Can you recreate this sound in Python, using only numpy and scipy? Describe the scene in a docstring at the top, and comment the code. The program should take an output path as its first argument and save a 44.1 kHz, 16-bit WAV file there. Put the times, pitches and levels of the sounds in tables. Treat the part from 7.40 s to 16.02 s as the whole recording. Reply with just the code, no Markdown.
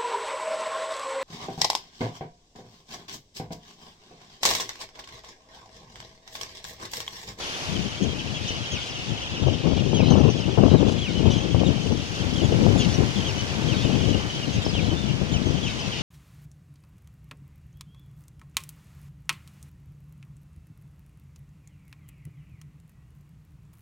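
"""A sandbar with a colony of terns. The nearest birds give long cries, falling yelps, quick stutters,
arched pips and harsh rasps, each an oscillation of the syrinx, over the blended calls of hundreds
further off. Low surf washes up the beach and its foam hisses, both as broadband noise. Turbulent
gusts buffet the left port of a hand-held stereo microphone and only now and then reach the right."""
import sys
import numpy as np
from scipy import signal
from scipy.fft import rfft, irfft, next_fast_len
from scipy.io import wavfile

SR = 44100
rng = np.random.default_rng(int(sys.argv[2]) if len(sys.argv) > 2 else 0)


def digitize_waveform(pressure):
    """Quantize a signal to 16-bit integers and store it at the path in sys.argv[1].

    Rows of a 2-D input are taken as channels; values are limited to [-1, 1].
    """
    field = np.atleast_2d(pressure).T
    bounded = np.clip(field, -1, 1)
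    quanta = np.round(bounded * 32767).astype(np.int16)
    wavfile.write(sys.argv[1], SR, quanta)


N = 380141
TIME = np.arange(N) / SR

# Levels are relative within each table. Bearing runs from -1 (right) to 1 (left).
# chatter of the whole colony: time_s, level_db
COLONY_LEVEL = [(0, -40), (.67, -42.5), (1.25, -39), (2.16, -39.5), (3.3, -41), (3.84, -40), (4.6, -42),
                (6.1, -41.5), (6.53, -39), (6.94, -41.5), (7.3, -40.5), (8.04, -44.5), (8.25, -42.5),
                (8.62, -35.5)]
# resonances of a tern's throat and beak: frequency_hz, gain_db
THROAT_RESPONSE = [(700, -54), (1500, -12), (2200, 5.5), (3050, 16), (3800, 10.5), (5000, 11), (6400, 9),
                   (7800, -6), (10000, -38), (15000, -41)]
# air hissing through a shrill call: frequency_hz, density_db
BREATH_SPECTRUM = [(3000, -24), (6500, -7), (9200, 3), (11000, -12), (15000, -21)]

# rise and fall of the surf: time_s, wash_db, foam_db
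SURF_LEVELS = [(0, -37.5, -36), (.28, -37, -36), (.55, -40.5, -41.5), (1.4, -40, -41.5), (2.25, -43, -44.5),
               (3.7, -40.5, -43.5), (4.2, -40.5, -43), (4.55, -40.5, -39.5), (5.4, -36, -37.5),
               (6.5, -37, -38.5), (7.8, -40, -41), (8.6, -37.5, -40.5)]
# spectra of the wash, the foam and the spray: frequency_hz, density_db
WASH_SPECTRUM = [(25, -4), (70, -3.5), (200, -6), (400, -1), (700, 1), (1000, 0), (1500, -1), (2500, -5.5),
                 (4000, -25), (7000, -29.5), (15000, -57.5)]
FOAM_SPECTRUM = [(500, -24), (2000, -18), (3000, 5), (4500, 10), (6400, 7), (7900, -7), (10000, -11.5),
                 (12500, -30), (15000, -32)]
SPRAY_SPECTRUM = [(5000, -32), (8500, 0), (12000, -1), (15000, -12)]
# parts of the wash common to both ports and unrelated between them: frequency_hz, gain_db
WASH_COHERENT = [(60, -5.5), (250, 2.5), (1300, -5), (2200, -5), (4000, -37)]
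WASH_DIFFUSE = [(60, -7), (250, -7), (1300, -9), (2200, -1.5), (4000, 11)]

# turbulence before its treble roll-off: frequency_hz, density_db
TURBULENCE_SPECTRUM = [(20, -14), (38, -19), (55, -8), (85, -0.5), (130, 1.5), (250, -1), (500, -5),
                       (1000, -11.5), (2000, -16.5)]
# treble roll-off, set by eddy size as the wind's angle to the port changes: time_s, corner_hz
EDDY_ROLLOFF = [(0, 294), (1.7, 326), (2.1, 448), (2.7, 403), (3.3, 370), (4.2, 327), (5.2, 266),
                (6.6, 348), (7.6, 264), (8.6, 280)]
# breeze on the left port between gusts: time_s, level_db
BREEZE_LEVEL = [(0, -42), (.19, -47.5), (.33, -27.5), (.44, -28.5), (.56, -37.5), (.72, -29), (1.1, -32.5),
                (1.27, -37), (1.42, -39.5), (1.6, -35), (1.91, -36), (2.0, -29), (2.19, -31), (3.0, -27),
                (3.5, -22), (3.65, -30), (3.85, -20.5), (4.3, -28.5), (4.47, -25), (4.67, -31.5),
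                (4.92, -25), (5.42, -22), (5.72, -28), (6.03, -28), (6.75, -23), (6.95, -31), (7.17, -26.5),
                (7.6, -24.5), (8.15, -24.5), (8.5, -31.5)]
# gusts on the left port, and puffs that spill round to the right: start_s, length_s, level_db
LEFT_GUSTS = [(.595, 0.094, -24), (1.2, 0.014, -29), (1.322, 0.02, -25), (1.655, 0.076, -28),
              (2.015, 0.016, -22.5), (2.055, 0.025, -19.5), (2.11, 0.015, -24.5), (2.235, 0.044, -20),
              (2.3, .11, -24.5), (2.45, 0.066, -25.5), (2.52, 0.18, -21.5), (2.705, 0.19, -19),
              (2.93, 0.016, -21), (3.06, 0.037, -24), (3.17, 0.095, -15.5), (3.305, 0.05, -15.5),
              (3.39, 0.079, -21), (3.455, 0.012, -30), (3.822, 0.091, -22.5), (3.96, 0.044, -43),
              (4.135, 0.16, -21), (4.495, 0.031, -21.5), (5.012, 0.018, -19.5), (5.08, 0.3, -19),
              (5.575, 0.067, -20.5), (5.75, 0.025, -23), (6.2, 0.079, -27.5), (6.49, 0.19, -26.5),
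              (7.33, 0.26, -26), (8.05, 0.086, -24)]
RIGHT_PUFFS = [(5.1, 0.034, -36), (5.17, 0.05, -36), (6.94, 0.032, -39), (7.03, .02, -43),
               (7.14, 0.024, -33), (7.24, 0.01, -41), (7.35, 0.018, -40)]
# single eddies that strike the left port: start_s, level_db
EDDY_STRIKES = [(2.083, -11), (2.243, -29), (2.376, -16), (2.53, -12), (2.602, -12), (2.72, -12),
                (2.753, -9), (2.781, -10.5), (2.812, -13.5), (2.848, -17), (3.174, -11), (3.235, -7.5),
                (3.281, -12), (3.348, -10), (3.429, -15.5), (3.856, -15), (4.145, -9.5), (4.233, -13),
                (4.523, -20), (5.264, -8), (5.359, -12.5), (6.499, -18), (7.263, -14.5), (7.35, -17.5)]

# response of the small ports to a nearby whistle: frequency_hz, gain_db
PORT_RESPONSE = [(1000, -6), (6600, -1.5), (7800, -8.5), (11000, 12), (15000, -2)]
# falling yelps: start_s, length_s, start_hz, end_hz, fundamental_db, octave_db, bearing
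NEAR_YELPS = [(.355, .022, 3250, 2950, -35, -56, .2), (.42, 0.026, 3740, 3250, -43, -54, -.2),
              (.458, 0.018, 3200, 2900, -44.5, -54, .1), (0.502, .028, 3190, 2550, -41, -54, .1),
              (0.646, .024, 3250, 2380, -47, -54, .1), (.79, 0.023, 3120, 2850, -35, -51, -.2),
              (1.066, .012, 3700, 3400, -36, -56, 0), (1.079, .028, 3170, 2840, -30.5, -40, .1),
              (1.105, .02, 2730, 2500, -36, -55, .4), (1.162, .026, 3160, 2760, -39, -51, .1),
              (1.46, .025, 3870, 3480, -43, -50, -.3), (1.54, 0.031, 3100, 2490, -39, -55, .2),
              (1.804, 0.048, 3160, 2420, -40, -55, .2), (2.382, .027, 2980, 2620, -35, -52, .1),
              (2.975, .025, 3330, 2940, -39, -60, 0), (3.02, .026, 3060, 2620, -35, -59, .1),
              (3.363, 0.035, 3990, 3280, -39.5, -65, 0), (3.469, 0.037, 3480, 2800, -37, -52, .3),
              (3.582, 0.023, 3520, 3060, -36, -46, -.1), (3.977, 0.019, 3260, 2920, -34, -44, 0),
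              (4.256, 0.033, 3820, 3060, -35.5, -44, -.1), (4.352, 0.012, 3300, 2980, -44, -53, 0),
              (4.37, 0.013, 3150, 2780, -37, -55, 0), (4.462, 0.016, 3120, 2600, -33.5, -53, .1),
              (4.748, .014, 3050, 2700, -41, -49, .1), (4.8, 0.029, 3280, 2950, -37, -54, -.1),
              (5.374, 0.061, 3590, 2900, -40, -41, 0), (5.399, 0.034, 2930, 2560, -28.5, -43, .2),
              (6.602, 0.024, 3320, 3030, -38, -54, 0), (6.634, 0.023, 3450, 3020, -38, -54, 0),
              (6.7, 0.013, 3320, 3030, -34, -50, 0), (6.73, 0.021, 3010, 2740, -31, -53, .1),
              (6.833, 0.02, 3240, 2960, -44, -58, 0), (6.893, 0.024, 3100, 2900, -32.5, -50, -.1),
              (7.026, 0.025, 2940, 2760, -33, -48, .1), (7.218, 0.026, 3760, 3440, -36, -42.5, -.3),
              (7.425, .035, 3800, 3250, -42, -56, 0), (7.678, 0.026, 3080, 2640, -33, -47, .3),
              (7.918, 0.021, 3630, 3100, -38, -41, .1), (7.934, .05, 3130, 2380, -31, -40, .2),
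              (8.054, 0.049, 3230, 2930, -37, -46, -.4), (8.447, .014, 2920, 2520, -46, -57, 0),
              (8.52, 0.022, 3180, 2750, -34, -48, -.1)]
# arched pips: start_s, length_s, top_hz, fundamental_db, octave_db
NEAR_PIPS = [(0.62, 0.026, 3320, -38, -40.5), (0.688, 0.045, 3250, -39, -53),
             (0.942, 0.039, 3380, -36, -50), (1.073, .012, 2750, -48, -37), (1.255, 0.033, 3230, -35, -57),
             (1.5, 0.023, 2580, -59, -41), (1.822, 0.035, 3290, -35, -59), (2.482, 0.027, 3110, -44, -48),
             (2.701, 0.044, 3070, -36, -39.5), (2.771, 0.045, 3000, -52, -45),
             (2.898, 0.032, 2980, -50, -40), (2.91, .033, 2460, -55, -43), (2.962, 0.025, 2550, -50, -45),
             (3.0, 0.028, 2540, -52, -45), (3.75, 0.053, 3020, -33, -66), (3.903, 0.037, 3010, -36, -39),
             (4.005, 0.036, 3280, -36, -46), (4.4, 0.058, 3070, -39, -47), (4.518, 0.025, 2990, -52, -45),
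             (4.772, 0.032, 2800, -37, -56), (4.937, 0.011, 2660, -66, -37), (5.025, 0.045, 3410, -37, -44),
             (5.54, 0.023, 2970, -37, -33.5), (5.844, 0.043, 3290, -33, -52),
             (5.977, 0.04, 3050, -31.5, -40), (6.41, .05, 3680, -37, -50), (6.436, 0.04, 3060, -33, -62),
             (6.952, 0.057, 3250, -38.5, -58), (7.122, .047, 3240, -39, -45),
             (7.248, 0.024, 2600, -72, -35.5), (7.284, 0.027, 2560, -59, -36),
             (7.49, 0.052, 3060, -36.5, -61), (7.563, 0.09, 3580, -38, -61), (8.257, 0.034, 3130, -35, -43),
             (8.393, 0.035, 3050, -36, -46.5), (8.402, .016, 2600, -55, -36)]
# final pitch of a pip, which falls further in the low ones: top_hz, end_ratio
PIP_ENDINGS = [(2580, 0.87), (3000, .935)]
# harsh calls: start_s, length_s, start_hz, end_hz, level_db, rolloff_exponent (negative is shrill)
NEAR_RASPS = [(1.005, .075, 3380, 3660, -40.5, -0.5), (1.055, 0.09, 3260, 2980, -37, -2),
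              (1.42, 0.085, 3480, 3210, -39, -2), (2.94, 0.085, 3350, 3180, -43.5, -2),
              (2.354, 0.066, 3150, 3390, -37, 0), (2.614, 0.12, 3830, 4180, -35.5, 1),
              (3.293, 0.058, 3760, 4070, -37.5, 0.37), (3.474, 0.072, 3130, 3420, -40, -2.5),
              (3.679, 0.14, 3800, 4350, -41, -1), (3.892, 0.093, 3120, 3270, -34.5, -1),
              (5.374, 0.093, 3650, 2716, -29.5, -1), (5.475, 0.082, 3440, 3390, -34.5, -2.5),
              (6.362, 0.082, 3320, 3560, -33.5, -0.5), (7.051, 0.055, 4300, 4080, -39, 4),
              (7.41, 0.088, 3920, 4280, -40, 3), (8.271, 0.054, 3150, 2890, -36.5, -1.5),
              (8.385, 0.044, 3300, 3010, -38, -1.2)]
# long cries: start_s, length_s, start_hz, end_hz, fundamental_db, octave_db, croak_db
NEAR_CRIES = [(1.311, .066, 3370, 2330, -35, -44, -39), (2.539, 0.083, 3350, 2314, -32.5, -42.5, -44),
              (3.611, 0.074, 3430, 2314, -32, -52, -39), (5.867, 0.05, 3250, 2330, -33.5, -43, -51),
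              (6.283, .06, 3310, 2400, -32, -49, -39), (7.334, .068, 3420, 2340, -32.5, -58, -42),
              (8.227, 0.066, 3410, 2385, -32, -49, -40.5)]
# overtones of the croak that ends a cry: harmonic_number, level_db
CROAK_HARMONICS = [(2, -3), (3, 0), (4, -15), (5, -1), (6, -10)]
# runs of tiny yelps: start_s, length_s, first_hz, level_db
NEAR_STUTTERS = [(3.914, .06, 3600, -37.5), (4.958, .06, 3380, -31), (5.757, .082, 3500, -32.5)]

PORT_LAG_S = .00041  # delay between the ports for a sound from one side
NEAR_SPREAD = .15  # scale of the near birds' random bearings, almost straight ahead


def amp(db):
    """Decibels to amplitude ratio."""
    return 10 ** (np.asarray(db) / 20)


def unit(x):
    """Scale to rms 1."""
    return x / np.sqrt(np.mean(x ** 2) + 1e-18)


def curves(table):
    """Each column of a table, interpolated linearly in time."""
    times, *columns = np.transpose(table)
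    return [np.interp(TIME, times, column) for column in columns]


def gain_at(response, hz):
    """Gain of a frequency response at the given frequencies."""
    knots_hz, db = np.transpose(response)
    return amp(np.interp(np.log(hz + 1e-3), np.log(knots_hz), db))


def colour(x, response):
    """Zero-phase filtering: multiply the spectrum by a frequency response."""
    size = next_fast_len(x.shape[-1] + 512, real=True)
    gain = gain_at(response, np.fft.rfftfreq(size, 1 / SR))
    return irfft(rfft(x, size) * gain, size)[..., :x.shape[-1]]


def walk(rate_hz, size=N):
    """Random fluctuation with spread near 1, changing course rate_hz times a second."""
    place = np.arange(size) * rate_hz / SR + rng.random()
    knots = rng.standard_normal(int(place[-1]) + 2)
    return np.interp(place, np.arange(len(knots)), knots) * np.sqrt(3 / 2)


def swell(size, edge):
    """Envelope with quarter-sine flanks, each a share edge of its length."""
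    u = np.linspace(0, 1, size)
    return np.sin(np.pi / 2 * np.minimum(np.minimum(u, 1 - u) / edge, 1))


def add(out, x, start_s, bearing):
    """Mix a sound in with a time difference of arrival: the nearer port receives it first."""
    for port, lead in zip(out, (bearing, -bearing)):
        start = max(int((start_s - lead * PORT_LAG_S / 2) * SR), 0)
        part = port[start:start + len(x)]
        part += x[:len(part)]


def whistle(length_s, pitches_hz, db, octave_db, third_db=-28, crack=.46, flicker_db=2):
    """Period tripling: as a hoarse whistle falls, it gains sidebands at thirds of its pitch."""
    size = int(length_s * SR)
    arc = np.polyfit([0, .5, 1], pitches_hz, 2)
    hz = np.polyval(arc, np.linspace(0, 1, size))
    jitter = 1 + .014 * walk(1500, size) + .007 * walk(120, size)
    phase = 2 * np.pi * np.cumsum(hz * jitter) / SR
    overtones = np.sin(2 * phase) + amp(third_db) * np.sin(3 * phase)
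    tone = amp(db) * np.sin(phase) + amp(octave_db + flicker_db * walk(170, size)) * overtones
    slack = np.clip((pitches_hz[0] - hz) / pitches_hz[0] * 3, 0, 1) ** 3
    hoarse = 1 + .15 * walk(200, size) + .24 * walk(1800, size)
    return tone * (1 + crack * slack * np.cos(phase / 3)) * hoarse * swell(size, .1)


def far_yelps(count=950, pitch_hz=2990, scatter_db=2, octave_db=-8):
    """Incoherent sum of short chirps, each with its own pitch, fall, level and bearing."""
    out = np.zeros((2, N))
    birds = zip(rng.random((count, 4)), rng.standard_normal((count, 3)))
    for (when, span, fall, side), (pitch, near, bright) in birds:
        arc_hz = pitch_hz * np.exp(.125 * pitch) * np.array([1.02 + .06 * fall, 1, .95 - .08 * fall])
        db = scatter_db * min(near, 1)
        call = whistle(.009 + .02 * span ** 2, arc_hz, db, db + octave_db + 3 * min(bright, 1))
        add(out, call, when * N / SR, 2 * side - 1)
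    return unit(colour(out, THROAT_RESPONSE))


def rasp(length_s, start_hz, end_hz, rolloff, grain=.3, focus=0, jitter=.045, hiss_db=-32):
    """Source and filter: the syrinx beats unevenly at a quarter of the pitch; the throat resonates."""
    size = int(length_s * SR)
    beat_hz = np.linspace(start_hz, end_hz, size) / 4
    phase = 2 * np.pi * np.cumsum(beat_hz * (1 + jitter * walk(700, size))) / SR
    orders = np.arange(2, 11)[:, None]
    weights = gain_at(THROAT_RESPONSE, orders * beat_hz.mean()) / np.maximum(orders / 4, 1) ** rolloff
    weights /= 1 + focus * np.abs(orders - 4)  # focus favours the fourth harmonic
    partials = weights * np.sin(orders * phase + rng.uniform(0, 2 * np.pi, orders.shape))
    breath = unit(colour(rng.standard_normal(size), BREATH_SPECTRUM))
    voice = unit(partials.sum(0)) + amp(hiss_db - 6 * rolloff) * breath  # shrill calls hiss more
    rattle = np.exp(grain * walk(400, size))
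    return unit(voice * rattle) * swell(size, .25)


def far_rasps(count=420, pitch_hz=2950, scatter_db=2):
    """Squabbles all over the colony; distance attenuates their upper harmonics."""
    out = np.zeros((2, N))
    birds = zip(rng.random((count, 3)), rng.standard_normal((count, 3)))
    for k, ((when, span, side), (pitch, glide, near)) in enumerate(birds):
        hz = pitch_hz * np.exp(.12 * pitch)
        call = rasp(.0488 + .0797 * span, hz, hz * np.exp(.08 * glide), rolloff=1.6, grain=.098)
        add(out, amp(scatter_db * min(near, 1)) * call, (k + when - 2) / count * N / SR, 2 * side - 1)
    return unit(out)


def colony(yelps_db=-.5, rasps_db=.3):
    """Superposition: hundreds of distant calls blend into a chatter that swells and ebbs."""
    level_db, = curves(COLONY_LEVEL)
    return amp(level_db) * (amp(yelps_db) * far_yelps() + amp(rasps_db) * far_rasps())


def surf(wash_db=2, foam_db=-1, spray_db=-20, churn_db=1.5, fizz_db=2, lag_s=.00027):
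    """Partial coherence: the wash arrives as one front, diffuse in the treble, under foam and spray."""
    wash_level, foam_level = curves(SURF_LEVELS)
    front = colour(rng.standard_normal(N) * amp(churn_db * walk(10)), WASH_COHERENT)
    diffuse = colour(rng.standard_normal((2, N)), WASH_DIFFUSE)
    wash = colour(np.array([np.roll(front, int(lag_s * SR)), front]) + diffuse, WASH_SPECTRUM)
    foam = colour(rng.standard_normal((2, N)) * amp(fizz_db * walk(900) + .83 * walk(16)), FOAM_SPECTRUM)
    spray = colour(rng.standard_normal((2, N)), SPRAY_SPECTRUM)
    surge_db = foam_level - foam_level.max()  # spray dies away twice as fast as the foam
    hiss = amp(foam_level) * (amp(foam_db) * unit(foam) + amp(spray_db + surge_db) * unit(spray))
    hiss_balance = amp([[0], [-3.5]])
    return amp(wash_level + wash_db) * unit(wash) + hiss * hiss_balance


def turbulence(force, sharpen=.28):
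    """Turbulent pressure on one port: harder gusts have smaller eddies, so the rumble reaches higher."""
    force_db = 20 * np.log10(force) + 1.5 * walk(110)
    corner_hz, = curves(EDDY_ROLLOFF)
    corner_hz *= amp(sharpen * (force_db + 25) + 1.2 * walk(200))
    size = next_fast_len(N, real=True)
    hz = np.fft.rfftfreq(size, 1 / SR)
    spectrum = rfft(rng.standard_normal(size)) * gain_at(TURBULENCE_SPECTRUM, hz)
    centres_hz = np.geomspace(25, 2000, 10)
    spacing = np.log(centres_hz[1] / centres_hz[0])
    rumble = np.zeros(N)
    for centre_hz in centres_hz:
        band = np.maximum(1 - np.abs(np.log((hz + 1) / centre_hz)) / spacing, 0)
        rumble += irfft(spectrum * band, size)[:N] * np.exp(-centre_hz / corner_hz)
    return unit(rumble) * amp(force_db)


def wind(gain_db=4, lee_db=-50, flutter_db=1, eddy_db=-6, eddy_s=.0083, slap_db=-2):
    """Flow noise: breeze, gusts and eddies windward (left); faint rumble and puffs in the lee."""
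    breeze_db, = curves(BREEZE_LEVEL)
    left = np.sqrt(amp(breeze_db) ** 2 + gust_power(LEFT_GUSTS)) * amp(flutter_db * walk(30))
    right = np.sqrt(amp(lee_db + 2 * walk(4.4)) ** 2 + gust_power(RIGHT_PUFFS))
    slaps = np.zeros((2, N))
    for start_s, db in EDDY_STRIKES:
        eddy = amp(db + eddy_db) * swell(int(eddy_s * SR), .089)
        part = left[int(start_s * SR):][:len(eddy)]
        part[:] = np.maximum(part, eddy)
        add(slaps[:1], amp(db + slap_db) * slap(), start_s, 0)
    return amp(gain_db) * (np.array([turbulence(left), turbulence(right)]) + slaps)


def yelp(length_s, start_hz, end_hz, db, octave_db, halfway_drop=.35):
    """Parabolic glide: a whistle whose pitch drops ever faster."""
    middle_hz = start_hz - halfway_drop * (start_hz - end_hz)
    return whistle(length_s, (start_hz, middle_hz, end_hz), db, octave_db)


def near_yelps():
    """Direct sound of single yelps, each located by its delay between the ports."""
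    out = np.zeros((2, N))
    for start_s, *shape, bearing in NEAR_YELPS:
        add(out, yelp(*shape), start_s, bearing)
    return out


def gust_power(table, attack_s=.012, decay_s=.028):
    """Incoherent gusts add in power; each rises, holds and decays exponentially."""
    power = np.zeros(N)
    for start_s, length_s, db in table:
        start = int(start_s * SR)
        t = TIME[:min(N - start, SR)]
        envelope = np.minimum(t / attack_s, 1) * np.exp(-np.maximum(t - length_s, 0) / decay_s)
        power[start:start + len(t)] += (amp(db) * envelope) ** 2
    return power


def near_pips(start_ratio=.97):
    """Frequency modulation in one arch; the low pips squeak on their second harmonic."""
    out = np.zeros((2, N))
    for start_s, length_s, top_hz, db, octave_db in NEAR_PIPS:
        end_ratio = np.interp(top_hz, *np.transpose(PIP_ENDINGS))
        pip = whistle(length_s, top_hz * np.array([start_ratio, 1, end_ratio]), db, octave_db)
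        add(out, pip, start_s, NEAR_SPREAD * rng.uniform(-1.2, 1))
    return out


def near_rasps():
    """Roughness: fast, irregular amplitude modulation makes these close calls harsh."""
    out = np.zeros((2, N))
    for start_s, length_s, start_hz, end_hz, db, rolloff in NEAR_RASPS:
        call = rasp(length_s, start_hz, end_hz, rolloff, focus=.85)
        add(out, amp(db) * call, start_s, NEAR_SPREAD * rng.uniform(-1, 1))
    return out


def near_cries(cry_db=5, tail_db=4):
    """Register break: a long falling whistle gives way to a croak."""
    out = np.zeros((2, N))
    for start_s, length_s, start_hz, end_hz, db, octave_db, croak_db in NEAR_CRIES:
        bearing = NEAR_SPREAD * rng.uniform(-1.2, 1)
        add(out, amp(cry_db) * yelp(length_s, start_hz, end_hz, db, octave_db), start_s, bearing)
        add(out, amp(tail_db + croak_db) * croak(end_hz), start_s + .9 * length_s, bearing)
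    return out


def croak(whistle_hz, length_s=.0454, sag_ratio=.92):
    """Subharmonic oscillation: the syrinx drops to a third of the whistle's pitch, sags and fades."""
    size = int(length_s * SR)
    u = np.linspace(0, 1, size)
    hz = whistle_hz / 3 * sag_ratio ** np.sqrt(u) * (1 + .02 * walk(800, size))
    phase = 2 * np.pi * np.cumsum(hz) / SR
    harmonics = sum(amp(db + 2 * walk(200, size)) * np.sin(k * phase) for k, db in CROAK_HARMONICS)
    return harmonics * (1 - u / 2) * swell(size, .15)


def slap(width_s=.000358):
    """Pressure transient at an eddy's front: one bipolar swing, the derivative of a Gaussian."""
    u = np.arange(-6, 6, 1 / (width_s * SR))
    return rng.choice([-1, 1]) * u * np.exp((1 - u ** 2) / 2)


def near_stutters(period_s=.0222, note_s=.014, sag_hz_per_s=5300, drop_hz=300, octave_db=-15):
    """Pulsed phonation: an evenly spaced run of tiny yelps that step down in pitch."""
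    out = np.zeros((2, N))
    for start_s, length_s, first_hz, db in NEAR_STUTTERS:
        bearing = NEAR_SPREAD * rng.uniform(-2, 1)
        for t in np.arange(0, length_s, period_s):
            hz = first_hz - sag_hz_per_s * t
            add(out, yelp(note_s, hz, hz - drop_hz, db, db + octave_db), start_s + t, bearing)
    return out


def scene():
    """Linear superposition of birds, surf and wind; the birds are a little louder on the left."""
    whistles = near_cries() + amp(4) * near_yelps() + amp(3) * near_pips() + amp(4) * near_stutters()
    birds = colour(whistles, PORT_RESPONSE) + amp(-2.5) * near_rasps() + colony()
    return birds * amp([[1.5], [-1.5]]) + surf() + wind()


def record(dry):
    """Soft saturation rounds off the strongest gusts; a steep low-pass cuts the top."""
    rounded = dry / (1 + dry ** 6) ** (1 / 6)
    lowpass = signal.ellip(8, .2, 80, 15150, fs=SR, output="sos")
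    return signal.sosfilt(lowpass, rounded)


dry = scene()
out = record(dry)
digitize_waveform(out)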